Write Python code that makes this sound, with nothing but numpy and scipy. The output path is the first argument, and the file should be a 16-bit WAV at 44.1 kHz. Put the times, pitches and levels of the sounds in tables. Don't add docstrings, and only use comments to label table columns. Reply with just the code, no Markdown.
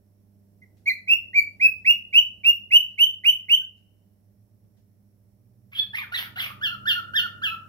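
import sys
import numpy as np
from scipy import signal
from scipy.fft import rfft, irfft
from scipy.io import wavfile

SR = 44100
rng = np.random.default_rng(int(sys.argv[2]) if len(sys.argv) > 2 else 0)


def master(y):
    cut = np.clip(np.atleast_2d(y).T, -1, 1)
    pcm = np.round(cut * 32767)
    wavfile.write(sys.argv[1], SR, pcm.astype(np.int16))


def voltage_ratio(decibels):
    exponent = np.asarray(decibels, float) / 20
    return 10 ** exponent


N = 338688


def rms_one(x):
    return x / np.sqrt(np.mean(x ** 2) + 1e-20)


def in_time(rows, i):
    s, *columns = np.transpose(rows)
    return [np.interp(i / SR, s, c) for c in columns]


def at_hz(points, hz):
    points_hz, values = np.transpose(points)
    return np.interp(np.log(np.maximum(hz, 1)), np.log(points_hz), values)


def colour(x, gain):
    n = x.shape[-1]
    return irfft(rfft(x) * gain(np.fft.rfftfreq(n, 1 / SR)), n)


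def drift(rate_hz):
    return rms_one(colour(rng.standard_normal(N), lambda hz: 1 / (1 + (hz / rate_hz) ** 2)))


# frequency in Hz, level in dB rms.
HUM_LINES = [(100.3, -62), (200.6, -69.5), (301, -80), (401, -82.5), (602, -84.5), (5560, -99)]
# time in seconds, gain in dB.
HUM_SWELL = [(0, 0), (1.5, 3), (3.5, -1), (5.5, -1.5), (6.5, 7.5), (7.68, 7)]


def hum():
    t, sway = np.arange(N) / SR, drift(3)
    total = np.zeros(N)
    for k, (hz, db) in enumerate(HUM_LINES):
        level_db = db + .7 * np.roll(sway, 30011 * k)
        phase = 2 * np.pi * hz * t + .2 * np.roll(sway, 30011 * k + 150001)
        total += np.sqrt(2) * voltage_ratio(level_db) * np.sin(phase)
    return total * voltage_ratio(in_time(HUM_SWELL, np.arange(N))[0])


# frequency in Hz, shared power 0-1.
PORT_LIKENESS = [(60, 0.65), (130, 0.31), (290, 0.65), (640, 0.15), (1400, 0.0073)]


def stereo_noise(spectrum):
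    def alike(hz):
        return np.clip(at_hz(PORT_LIKENESS, hz), 0, 1)

    mid, side = rng.standard_normal((2, N))
    mid = colour(mid, lambda hz: voltage_ratio(at_hz(spectrum, hz)) * np.sqrt(1 + alike(hz)))
    side = colour(side, lambda hz: voltage_ratio(at_hz(spectrum, hz)) * np.sqrt(1 - alike(hz)))
    return rms_one(np.array([mid + side, mid - side]))


# frequency in Hz, density in dB per Hz.
RUMBLE_SPECTRUM = [(18, -20.5), (38, -11.5), (70, -2), (140, -10), (195, 0), (265, -11), (420, -16.5),
                   (600, -17.5), (850, -26.5), (1400, -41)]
# time in seconds, level in dB.
RUMBLE_LEVEL = [(0, -68.5), (1.7, -63.5), (3.3, -69), (5.65, -69.5), (6.03, -62.5), (7.12, -57.5),
                (7.68, -60)]


def rumble():
    level_db = in_time(RUMBLE_LEVEL, np.arange(N))[0] + 3.0 + 0.44 * drift(5.3)
    return voltage_ratio(level_db) * stereo_noise(RUMBLE_SPECTRUM)


# frequency in Hz, density in dB per Hz.
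HISS_SPECTRUM = [(500, -23), (1000, -1), (2000, -1.5), (3500, -16.5), (5000, -8.5), (5600, 2),
                 (6400, -15.5), (7400, -11.5), (9000, -7.5), (10700, 1), (16000, 1)]


def hiss():
    level_db = -76.5
    return voltage_ratio(level_db) * stereo_noise(HISS_SPECTRUM) * voltage_ratio([[-1.2], [1.2]])


# start in seconds, end in seconds, depth 0-1.
DOUBLING = [
    (5.71, 5.835, 0.13),
    (5.92, 5.95, 0.24),
    (5.982, 6.037, 0.4),
    (6.095, 6.128, 0.3),
    (6.185, 6.244, 0.4),
    (6.35, 6.387, 0.3),
    (6.41, 6.505, 0.5),
]


def doubling_depth():
    t = np.arange(N) / SR
    return sum(d * np.interp(t, [a, a + 0.0033, b - .004, b], [0, 1, 1, 0]) for a, b, d in DOUBLING)


def half_line_chaos(hz, phase, i, wobble, flutter, patches, noise):
    chaos = .3 * noise[i] * voltage_ratio(5 * np.clip(flutter[i - 555], -3, 1.5))
    for k in range(1, 26):
        stray = 2 * np.pi * np.cumsum(320 * wobble[i - 1301 * k]) / SR
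        level = .2 * voltage_ratio(6.5 * np.minimum(patches[i - 1499 * k], 1.4))
        chaos += level * (k * hz < SR / 1.25) * np.sin(k * phase / 2 + stray)
    return chaos


# time in seconds, overtone gain in dB.
GAPE = [(0, -2.5), (2.3, -5), (2.7, -2), (3.0, 1.5), (3.6, 1), (5.6, -0.5)]
# frequency in Hz, density in dB per Hz.
RASP_SPECTRUM = [(450, -20), (900, -12), (1500, 0), (3200, 5), (4800, -11), (6500, -23.5), (8000, -35),
                 (10000, -16), (12500, -9.5), (16000, -23)]


def syrinx(notes, overtones, jitter, ragged_db, follow, breath_db):
    tone, rasp = np.zeros(N), np.zeros(N)
    wobble, flutter, patches, noise = drift(130), drift(90), drift(35), rng.standard_normal(N)
    depth = doubling_depth()
    for rows in notes:
        i = np.arange(round(rows[0][0] * SR), round(rows[-1][0] * SR))
        hz, level_db, octave_db, *rasp_db = in_time(rows, i)

        leak_db = -8.3 * (((i - i[0]) / SR - .018) / 0.0077) ** 2
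        rasp_db = rasp_db[0] if rasp_db else level_db.max() + breath_db + leak_db
        loud_db = level_db + np.maximum(octave_db, 0)
        hoarse = np.clip(voltage_ratio(rasp_db - loud_db), 0, 1)

        shake = jitter + .07 * hoarse + .02 * voltage_ratio(leak_db)
        phase = 2 * np.pi * np.cumsum(hz * (1 + shake * wobble[i])) / SR

        octave = voltage_ratio(octave_db + ragged_db * np.clip(wobble[i - 777], -3, 1.2))
        wave = voltage_ratio(level_db) * (np.sin(phase) + octave * np.sin(2 * phase))

        bright_db = level_db + .35 * (loud_db - loud_db.max()) + follow * octave_db
        bright_db += in_time(GAPE, i)[0]
        for k in range(3, 11):
            patch_db = 3.7 * np.minimum(patches[i - 997 * k], 1.5)
            partial = voltage_ratio(bright_db + at_hz(overtones, k * hz) + patch_db)
            wave += partial * (k * hz < SR / 2.5) * np.sin(k * phase + k * k)

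        fade = np.clip(np.minimum(i - i[0], i[-1] - i) / (.004 * SR), 0, 1)
        unsteady = voltage_ratio((ragged_db / 4 + 7 * hoarse) * np.clip(flutter[i], -3, 1.2))
        doubled = 1 + depth[i] * np.cos(phase / 2)
        tone[i] += np.sqrt(2) * fade * wave * unsteady * doubled
        rasp[i] += fade * voltage_ratio(rasp_db) * half_line_chaos(hz, phase, i, wobble, flutter, patches, noise)
    return tone + colour(rasp, lambda hz: voltage_ratio(at_hz(RASP_SPECTRUM, hz) + 2.5))


def peep(s, length, hz, last_hz, db):
    edge_db, octave_db = -10, -37.5
    return [(s + share * length, hz + share * (last_hz - hz), db + edge * edge_db, octave_db)
            for share, edge in [(0, 1), (.25, 0), (1, 0.58)]]


# frequency in Hz, gain in dB.
SHADE = [(3300, 0), (5200, -6.5), (6300, 0.5), (7700, -6.5), (9000, -1)]
# frequency in Hz, extra lead in radians.
BEND = [(3000, 0.18), (5400, 0.51), (6300, 1.4), (7700, -0.91), (9000, 0.87), (11000, -0.57)]


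def at_ports(x, lead, pan_db, shaded):
    def left_path(hz):
        phase = 2 * np.pi * hz * lead / SR + shaded * at_hz(BEND, hz)
        return np.exp(1j * phase) * voltage_ratio(shaded * at_hz(SHADE, hz))

    return np.array([colour(x, left_path), x]) * voltage_ratio([[pan_db / 2], [-pan_db / 2]])


# frequency in Hz, T60 in seconds.
ROOM_T60 = [(500, 0.88), (1500, 0.33), (3000, 0.3), (6000, 0.29), (12000, .2)]
# frequency in Hz, gain in dB.
ROOM_GAIN = [(500, 8), (3000, 12), (5000, 11.5), (12000, 19)]


def tiled_room(x, wet_db, late_db, alike):
    t, edges_hz, tail = np.arange(SR) / SR, 350 * 2 ** np.arange(0, 5.6, .5), 0
    shared, *own = rng.standard_normal((3, SR))
    common = np.array([shared, np.roll(shared, 6)])
    white = np.sqrt(alike) * common + np.sqrt(1 - alike) * np.array(own)
    for low, high in zip(edges_hz, edges_hz[1:]):
        t60 = at_hz(ROOM_T60, np.sqrt(low * high))
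        band = signal.sosfilt(signal.butter(2, [low, high], "band", fs=SR, output="sos"), white)
        decay = voltage_ratio(-60 * t / t60) + voltage_ratio(late_db - 60 * t / (1.5 * t60))
        tail = tail + band * voltage_ratio(at_hz(ROOM_GAIN, low)) * decay
    tail = tail * np.clip((t - .002) / 0.0012, 0, 1)
    return voltage_ratio(wet_db) * signal.fftconvolve(x[None], tail / np.sqrt(SR / 46), axes=1)[:, :N]


def puffs(events, low_hz, high_hz, t60):
    t = np.arange(N) / SR
    shape = sum(voltage_ratio(db - 60 * np.clip(t - s, 0, 1) / t60) * (t > s) for s, db in events)
    band = signal.butter(2, [low_hz, high_hz], "band", fs=SR, output="sos")
    return shape * rms_one(signal.sosfilt(band, rng.standard_normal((2, N))))


# time in seconds, level in dB.
TICKS = [
    (.77, -73),
    (1.77, -78),
    (2.9, -73.5),
    (3.77, -77),
    (4.77, -77),
]


def clock():
    return puffs(TICKS, 1300, 6500, t60=.35)


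def whistle(s, low, hz, last_hz, db):
    length_s, release_s = 0.087, .021
    lock_octave_db, scoop_octave_db = -33.5, -32.5
    rich_db = -33 + .15 * max(hz - last_hz, 0)
    return [(s, low, db - 34.5, lock_octave_db),
            (s + .006, low, db - 25, lock_octave_db),
            (s + 0.017, low + .7 * (hz - low), db - 13, scoop_octave_db),
            (s + .033, hz, db - 3.5, scoop_octave_db),
            (s + length_s - release_s, last_hz, db, rich_db),
            (s + length_s, 0.93 * last_hz, db - 22, rich_db)]


# start in seconds, length in seconds, first Hz, last Hz, peak in dB.
PEEPS = [
    (.616, .034, 2060, 1993, -51.5),
    (1.668, .022, 1750, 1590, -49.5),
    (1.669, .021, 4150, 4120, -64.5),
    (3.612, .03, 1480, 1580, -56.5),
]
# time in seconds, pitch in Hz, level in dB,
# octave in dB re fundamental.
FIRST_WHISTLE = [(.855, 2280, -62, -12.5), (.861, 2130, -34, -16.5), (.872, 2277, -23, -35),
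                 (.885, 2397, -17, -32.5), (.901, 2063, -25.5, -3), (.914, 2006, -21.5, -22),
                 (.924, 2110, -29.5, -28), (.935, 2250, -45, -23.5)]
# start in seconds, first Hz, pitch in Hz after the scoop, last Hz, peak in dB.
WHISTLES = [
    (1.071, 2170, 2600, 2816, -11.5),
    (1.33, 1910, 2381, 2311, -14.5),
    (1.596, 2010, 2543, 2594, -11),
    (1.845, 1964, 2630, 2875, -10),
    (2.125, 2243, 2697, 3013, -8.5),
    (2.434, 2274, 2743, 2840, -9.5),
    (2.705, 2063, 2778, 3010, -7.5),
    (2.977, 2167, 2885, 3070, -10),
    (3.235, 1966, 2785, 3046, -10.5),
    (3.483, 2119, 2814, 3079, -10.5),
]
# frequency in Hz, level in dB re note.
FACING = [(4000, -24.5), (7000, -33), (9000, -42), (11500, -28), (13500, -28.5), (16000, -47)]


def whistle_bout():
    notes = [peep(*p) for p in PEEPS] + [FIRST_WHISTLE] + [whistle(*w) for w in WHISTLES]
    return syrinx(notes, FACING, jitter=0.0044, ragged_db=0.5, follow=0, breath_db=-33)


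# time in seconds, level in dB.
THUMPS = [
    (2.99, -55),
    (4.65, -60),
]


def grip_thumps():
    return puffs(THUMPS, 30, 200, t60=.25) * [[1], [.6]]


# time in seconds, firing rate in Hz, tone level in dB.
ENGINE = [(3.9, 102.2, -78), (4.4, 108, -62), (5, 113.3, -73.5), (5.6, 118.1, -62), (6.1, 123.1, -62),
          (6.8, 125.7, -55), (7.1, 132.5, -68.5), (7.68, 142, -63)]
# multiple of the firing rate, level in dB.
ENGINE_ORDERS = [(.5, -12), (1, 2), (1.6, -9.5), (2, -17)]


def engine():
    i = np.arange(N)
    hz, level_db = in_time(ENGINE, i)
    phase = 2 * np.pi * np.cumsum(hz) / SR
    orders = sum(voltage_ratio(db + .9 * drift(3)) * np.sin(k * phase) for k, db in ENGINE_ORDERS)
    fade_in = np.clip((i / SR - ENGINE[0][0]) / 0.55, 0, 1)
    return np.sqrt(2) * voltage_ratio(level_db) * orders * fade_in


def rasped(rows, share, db, end_db):
    start_db = -21
    s = np.array(rows)[:, 0]
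    top_s = s[0] + share * (s[-1] - s[0])
    times = np.union1d(s, top_s)
    rasp_db = db + np.interp(times, [s[0], top_s, s[-1]], [start_db, 0, end_db])
    return np.transpose([times, *in_time(rows, times * SR), rasp_db])


# share of the arch, share of the pitch lift, level in dB, octave in dB.
CHIRP_ARCH = [(0, 0.055, -35.5, -10), (.17, 0.023, -11, -12.5), (.62, .75, -5, -12.5), (1, 0.98, 2, -3)]
# share of the pitch lift, level in dB, octave in dB.
CHIRP_MIDFALL = (0.44, -12, 15)
# share of the rest, pitch ratio, level in dB, octave in dB.
CHIRP_REST = [(0, 1.01, -10.5, 11.5), (.3, 1, -17, 8.5), (.65, 1.05, -6.5, -16.5), (.92, .97, -8.5, -27),
              (1, .98, -41, -8)]


def chirp(s, rise, length, hz, db):
    fall_s, lift_hz = .034, 0.29 * hz
    top, down = s + rise, s + rise + fall_s
    rows = [(s + share * rise, hz + up * lift_hz, db + re_db, octave_db)
            for share, up, re_db, octave_db in CHIRP_ARCH]
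    up, re_db, octave_db = CHIRP_MIDFALL
    rows += [(top + fall_s / 2, hz + up * lift_hz, db + re_db, octave_db)]
    rows += [(down + share * (s + length - down), ratio * hz, db + re_db, octave_db)
             for share, ratio, re_db, octave_db in CHIRP_REST]
    return rasped(rows, 0.22, db - 26, end_db=-7.5)


# time in seconds, pitch in Hz, fundamental in
# dB, octave in dB re fundamental.
SQUAWKS = [
    [(5.716, 1158, -83, 23), (5.733, 1063, -57.5, 13), (5.747, 1579, -64.5, 11), (5.755, 1615, -53.5, 20.5),
     (5.775, 1693, -67.5, 25), (5.798, 1717, -56, 39.5), (5.812, 1721, -53, 13), (5.83, 1755, -54.5, 17),
     (5.85, 1696, -52.5, 10.5)],
    [(5.93, 1519, -59, 6), (5.936, 1668, -38, -38.5), (5.956, 2144, -25, -19), (5.972, 2340, -40.5, -25),
     (5.986, 2480, -29, -28.5), (6.005, 2263, -36.5, -29.5), (6.022, 2042, -37, -30),
     (6.038, 1556, -39, -28.5), (6.058, 1318, -47, -10)],
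    [(6.118, 1366, -56, -17), (6.124, 1394, -35.5, -9), (6.136, 1460, -36, -23.5), (6.146, 1930, -28.5, -3),
     (6.163, 1895, -32, 3), (6.178, 1650, -47, 10.5), (6.192, 1700, -52, 12), (6.208, 2106, -35.5, -18.5),
     (6.282, 1326, -43, -19)],
    [(6.355, 1407, -60, -9), (6.361, 1400, -42, 1.5), (6.376, 1500, -38.5, -12.5), (6.391, 2087, -27, -12),
     (6.404, 1508, -49.5, 16), (6.418, 1590, -47, 16.5), (6.45, 1350, -47.5, 14), (6.478, 1100, -50, 6.5),
     (6.528, 1318, -44.5, -46)],]
# share of the squawk at the rasp's top, level in dB.
SQUAWK_RASP = [
    (0.52, -38),
    (0.24, -34),
    (.42, -27),
    (0.34, -29),
]
# start in seconds, rise in seconds, length in seconds, resting pitch in Hz, level in dB.
CHIRPS = [
    (6.609, 0.03, 0.15, 1365, -26.5),
    (6.852, .031, .156, 1397, -22),
    (7.132, .033, 0.14, 1398, -21.5),
    (7.415, 0.026, 0.14, 1307, -26),
]
# frequency in Hz, level in dB re note.
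TURNED = [(3000, -4.5), (5000, -19), (6600, -32), (9000, -44.5), (12000, -23), (16000, -40)]


def squawks_and_chirps():
    notes = [rasped(rows, share, db, end_db=-23)
             for rows, (share, db) in zip(SQUAWKS, SQUAWK_RASP)]
    notes += [chirp(*c) for c in CHIRPS]
    return syrinx(notes, TURNED, jitter=0.0099, ragged_db=-1.0, follow=0.53, breath_db=0)


def scene():
    low = (hum() + engine() + rumble()) * voltage_ratio([[-2.8], [2.3]])
    whistles, squawks = whistle_bout(), squawks_and_chirps()
    bird = at_ports(whistles, lead=4.7, pan_db=-2.2, shaded=1)
    bird += at_ports(squawks, lead=9.2, pan_db=-2.1, shaded=0)
    turned_db = 2.5
    bird += tiled_room(whistles + voltage_ratio(turned_db) * squawks, wet_db=-10.5, late_db=-30, alike=0.11)
    return bird + low + clock() + grip_thumps() + hiss()


def top_cut(x):
    return signal.sosfilt(signal.butter(12, 15830, fs=SR, output="sos"), x)


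def record(dry):
    mix = colour(dry, lambda hz: hz < 15830)
    return top_cut(mix)


dry = scene()
out = record(dry)
master(out)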